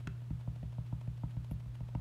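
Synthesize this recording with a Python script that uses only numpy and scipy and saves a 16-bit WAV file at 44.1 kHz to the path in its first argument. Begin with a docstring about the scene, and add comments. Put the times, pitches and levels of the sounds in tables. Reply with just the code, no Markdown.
"""Soft thumps and plastic knocks, about seven a second, in a quiet room: a rubber stamp on an
acrylic block is tapped onto an ink pad on a craft table. Each tap rings the table top and the pad's
plastic case; the first blow clacks on its rim. The tacky ink squishes on landing, and crackles and
ticks on lift-off; the wet rubber squeaks faintly on one tap. Mains hum and soft hiss lie underneath."""
import sys
import numpy as np
from scipy import signal
from scipy.fft import rfft, irfft
from scipy.io import wavfile

SR = 44100
rng = np.random.default_rng(int(sys.argv[2]) if len(sys.argv) > 2 else 0)


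def log_audio(samples):
    """Write samples as a 16-bit WAV file to the path given in sys.argv[1]."""
    # one column per channel
    frames = np.atleast_2d(samples).T
    # limit to full scale, then quantise
    limited = np.clip(frames, -1, 1)
    pcm = np.round(limited * 32767).astype(np.int16)
    wavfile.write(sys.argv[1], SR, pcm)


N = 88332
TIME = np.arange(N) / SR

# stamp landings: t/s, weight/dB, case knock/dB, knock centre f/Hz, ink squish/dB
TAPS = [(0.3062, 2, -3, 1070, -64.5), (0.4766, -1, -1, 666, -71), (0.6306, -1.5, -1.5, 595, -58.5),
        (0.7842, -2, -1.5, 720, -70), (0.927, -0.5, 1.5, 915, -64), (1.0765, -0.5, -6, 667, -63),
        (1.236, -1, 4.5, 934, -66.5), (1.3684, -0.35, -6.5, 800, -64.5), (1.5133, 1, -1.5, 644, -56.5),
        (1.6601, -1.5, -16.5, 700, -66.5), (1.8072, -2, -5, 720, -63), (1.9515, 0, 8, 920, -54)]
# stamp lift-offs: t/s, suction pop/dB, crackle/dB
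LIFTS = [(0.006, -8, -64.5), (0.219, -12, -69.5), (0.398, -12.5, -74.5), (0.411, -15, -66.5),
         (0.5606, -9, -65), (0.728, -9.5, -65), (0.869, -21, -67), (1.013, -8, -62), (1.177, -13.5, -66.5),
         (1.309, -24, -66.5), (1.446, -11, -62), (1.604, -15, -67), (1.754, -13, -64.5), (1.888, -7, -65.5)]
# pad case modes: f/Hz, level/dB, t60/s
CASE_MODES = [(368, -73, 0.42), (391, -49.5, 0.14), (537, -50.5, 0.03), (611.5, -46, 0.037),
              (699, -48, 0.032), (828, -54, 0.025), (916, -46, 0.027), (1228, -52, 0.044),
              (1306, -56.5, 0.045)]
# acrylic block modes: f/Hz, level/dB, t60/s
BLOCK_MODES = [(1340, -41, 0.0098), (1660, -44.5, 0.0061), (3020, -41.5, 0.016), (3800, -53.5, 0.0078),
               (5230, -54, 0.0077), (6500, -53.5, 0.0053)]


def table_thumps(felt_hz=239.4, rim_hz=503, rebound_hz=178, rebound_db=-10):
    """Felt-cushioned blows ring the table's low modes; a firmer contact reaches higher."""
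    # table top modes: f/Hz, level/dB, t60/s, polarity
    modes = [(52.2, -32, 0.07, 1), (65.8, -34.5, 0.21, -1), (104.65, -32, 0.12, -1), (139.4, -44, 0.12, 1),
             (157.6, -35.5, 0.24, 1), (190.4, -36.5, 0.093, 1), (237.2, -49, 0.21, 1),
             (310, -35, 0.031, -1)]
    force = blow([0.0718], db=-2.5, cutoff_hz=rim_hz)   # first blow hits the rim, uncushioned
    for t_s, weight_db, knock_db, _, _ in TAPS:
        stiffening_oct = 0.1257 * weight_db + 0.09 * knock_db   # felt stiffens under load
        force += blow([t_s], weight_db, felt_hz * 2 ** stiffening_oct)
    lift_s, pop_db, _ = np.transpose(LIFTS)
    force += blow(lift_s, pop_db + rebound_db, rebound_hz)   # released pad drops back
    return sum(polarity * from_db(db) * ring(force, hz, t60_s) for hz, db, t60_s, polarity in modes)


def case_knocks(lead_s=0.00085, contact_hz=1300, pop_hz=760, radiate_hz=380):
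    """The case knocks just before the weight reaches the table, and pops as the suction lets go."""
    tap_s, _, knock_db, centre_hz, _ = np.transpose(TAPS)
    lift_s, pop_db, _ = np.transpose(LIFTS)
    knocks = strike(CASE_MODES, tap_s - lead_s, knock_db, centre_hz)
    pops = strike(CASE_MODES, lift_s, pop_db, pop_hz)
    radiated = highpass(knocks + pops, radiate_hz)   # too small to radiate bass
    return lowpass(lowpass(radiated, contact_hz), contact_hz)   # once for rubber, once for felt


def rim_clack(crack_db=-38, crack_t60_s=0.014):
    """Plastic on plastic: a dry crack, finger-damped block modes and the hollow case."""
    # block chattering on the rim: t/s, level/dB
    contacts = [(0.0722, -1.5), (0.0737, -6.5), (0.0767, -18)]
    # crack spectrum: f/Hz, relative density/dB
    spectrum = [(1200, 10), (1900, 5), (3500, -10.5), (7000, -17), (15000, -36)]
    t_s, db = np.transpose(contacts)
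    pole = from_db(-60 / (crack_t60_s * SR))
    envelope = signal.lfilter([1], [1, -pole], clicks(t_s, from_db(db)))
    crack = from_db(crack_db) * envelope * colour(rng.standard_normal(N), spectrum)
    block = strike(BLOCK_MODES, t_s, db, focus_db=0)
    hollow = strike(CASE_MODES, t_s[:1], blow_db=0, centre_hz=320)
    return block + crack + hollow


def tacky_ink(threads_per_s=7000, squish_s=0.0034, peel_s=0.0048, doubling_db=12):
    """Ink squishes on landing; its threads snap on lift-off. A weaker pop is a slower peel."""
    # squish and crackle spectra: f/Hz, relative density/dB
    squish_spectrum = [(900, 4.5), (1700, -5), (2500, 0), (3600, -13.5), (5500, -20), (9000, -27),
                       (15000, -31)]
    crackle_spectrum = [(650, -9), (1000, 6), (1700, -1.5), (2700, 1.5), (3600, -3), (5000, -10),
                        (10000, -16.5), (15000, -24)]
    snaps = rng.standard_normal(N) * (rng.random(N) < threads_per_s / SR)
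    squish = sum(from_db(db) * swell(t_s, squish_s) for t_s, *_, db in TAPS)
    peel = sum(from_db(db) * swell(t_s, peel_s * 2 ** (-pop_db / doubling_db))
               for t_s, pop_db, db in LIFTS)
    return squish * colour(snaps, squish_spectrum) + peel * colour(snaps, crackle_spectrum)


def release_ticks(flick_db=41):
    """The last ink thread lets go and flicks the block, ringing its upper modes."""
    lift_s, _, crackle_db = np.transpose(LIFTS)
    return strike(BLOCK_MODES, lift_s, crackle_db + flick_db, centre_hz=3000)


def rubber_squeaks(t60_s=0.0011):
    """Wet rubber slips on the pad: noise bursts through a high, steep-sided resonance."""
    # slips: t/s, level/dB, f/Hz, length/s
    slips = [(1.512, -62.5, 11100, 0.0045), (1.520, -62, 11400, 0.0034), (1.53, -75, 11600, 0.012)]
    squeaks = np.zeros(N)
    for t_s, db, hz, length_s in slips:
        band = ring(ring(rng.standard_normal(N), hz, t60_s), hz, t60_s)
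        squeaks += from_db(db) * swell(t_s, length_s) * unit_rms(band)
    return squeaks


def room(x, t60_s=0.4, wall_hz=5000, first_echo_s=0.0012):
    """Diffuse reflections of a small furnished room; unit-energy tail."""
    envelope = from_db(-60 * TIME / t60_s) * (TIME > first_echo_s)
    tail = envelope * lowpass(rng.standard_normal(N), wall_hz)
    return signal.fftconvolve(x, tail / np.sqrt(np.sum(tail ** 2)))[:N]


def background(mains_hum_hz=120, hiss_db=-56.5):
    """Steady mains hum over room hiss."""
    # hum partials: harmonic number, peak level/dB
    partials = [(1, -41.0), (2, -82.5)]
    # hiss spectrum: f/Hz, relative density/dB
    spectrum = [(25, 11.5), (55, 20), (110, 17.5), (200, 8.5), (300, 2.5), (450, -3.5), (700, -5),
                (1200, -7), (2000, -12), (3400, -13.5), (5200, -20), (9000, -23.5), (13000, -27),
                (16000, -28.5)]
    hum = sum(from_db(db) * np.sin(2 * np.pi * k * mains_hum_hz * TIME) for k, db in partials)
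    return hum + from_db(hiss_db) * colour(rng.standard_normal(N), spectrum)


def blow(times_s, db, cutoff_hz):
    """Force pulses; a harder contact is shorter and has a higher cutoff."""
    return lowpass(clicks(times_s, from_db(db)) + 1e-18, cutoff_hz)


def strike(modes, times_s, blow_db, centre_hz=1000, focus_db=26):
    """The spot struck favours modes near centre_hz; those an octave away get focus_db less."""
    scatter_db = rng.standard_normal((len(times_s), len(modes)))
    ringing = np.zeros(N)
    for k, (hz, db, t60_s) in enumerate(modes):
        share_db = scatter_db[:, k] - focus_db * np.log2(hz / centre_hz) ** 2
        force = clicks(times_s, from_db(db + blow_db + share_db))
        ringing += ring(force, hz, t60_s)
    return ringing


def ring(force, hz, t60_s):
    """One mode: a unit impulse starts a decaying sine of height 1."""
    radius = from_db(-60 / (t60_s * SR))
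    step_rad = 2 * np.pi * hz / SR
    feedback = [1, -2 * radius * np.cos(step_rad), radius ** 2]
    return signal.lfilter([0, np.sin(step_rad)], feedback, force + 1e-18)


def clicks(times_s, heights):
    """One impulse at each time."""
    samples = np.round(np.asarray(times_s) * SR).astype(int)
    impulses = np.zeros(N)
    np.add.at(impulses, np.clip(samples, 0, N - 1), heights)
    return impulses


def swell(centre_s, length_s):
    """Gaussian envelope, peak 1."""
    return np.exp(-2 * ((TIME - centre_s) / length_s) ** 2)


def colour(x, spectrum):
    """Shape x to a spectrum, rolled off below its first point; rms 1."""
    hz, db = np.transpose(spectrum)
    bins_hz = np.maximum(np.arange(N // 2 + 1) * SR / N, 1)
    gain = from_db(np.interp(np.log(bins_hz), np.log(hz), db))
    gain /= np.sqrt(1 + (hz[0] / bins_hz) ** 4)
    return unit_rms(irfft(rfft(x) * gain, N))


def lowpass(x, hz):
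    return signal.sosfilt(signal.butter(2, hz, fs=SR, output="sos"), x)


def highpass(x, hz):
    return signal.sosfilt(signal.butter(2, hz, "high", fs=SR, output="sos"), x)


def from_db(db):
    return 10 ** (np.asarray(db) / 20)


def unit_rms(x):
    return x / np.sqrt(np.mean(x ** 2) + 1e-20)


def scene(thump_send_db=-25, clack_send_db=-16, pad_send_db=-16):
    """Mono mix; the thumps arrive mostly through the table and send least into the room."""
    thumps = table_thumps()
    clack = rim_clack()
    pad = case_knocks() + tacky_ink() + release_ticks() + rubber_squeaks()
    send = from_db(thump_send_db) * thumps + from_db(clack_send_db) * clack + from_db(pad_send_db) * pad
    return (thumps + clack + pad + room(send) + background())[None]


def record(dry, bass_cut_hz=22, top_cut_hz=15600):
    """The microphone sheds the deepest bass; the top is cut steeply."""
    top_cut = signal.ellip(10, 0.1, 70, top_cut_hz, fs=SR, output="sos")
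    return signal.sosfilt(top_cut, highpass(dry, bass_cut_hz))


dry = scene()
out = record(dry)
log_audio(out)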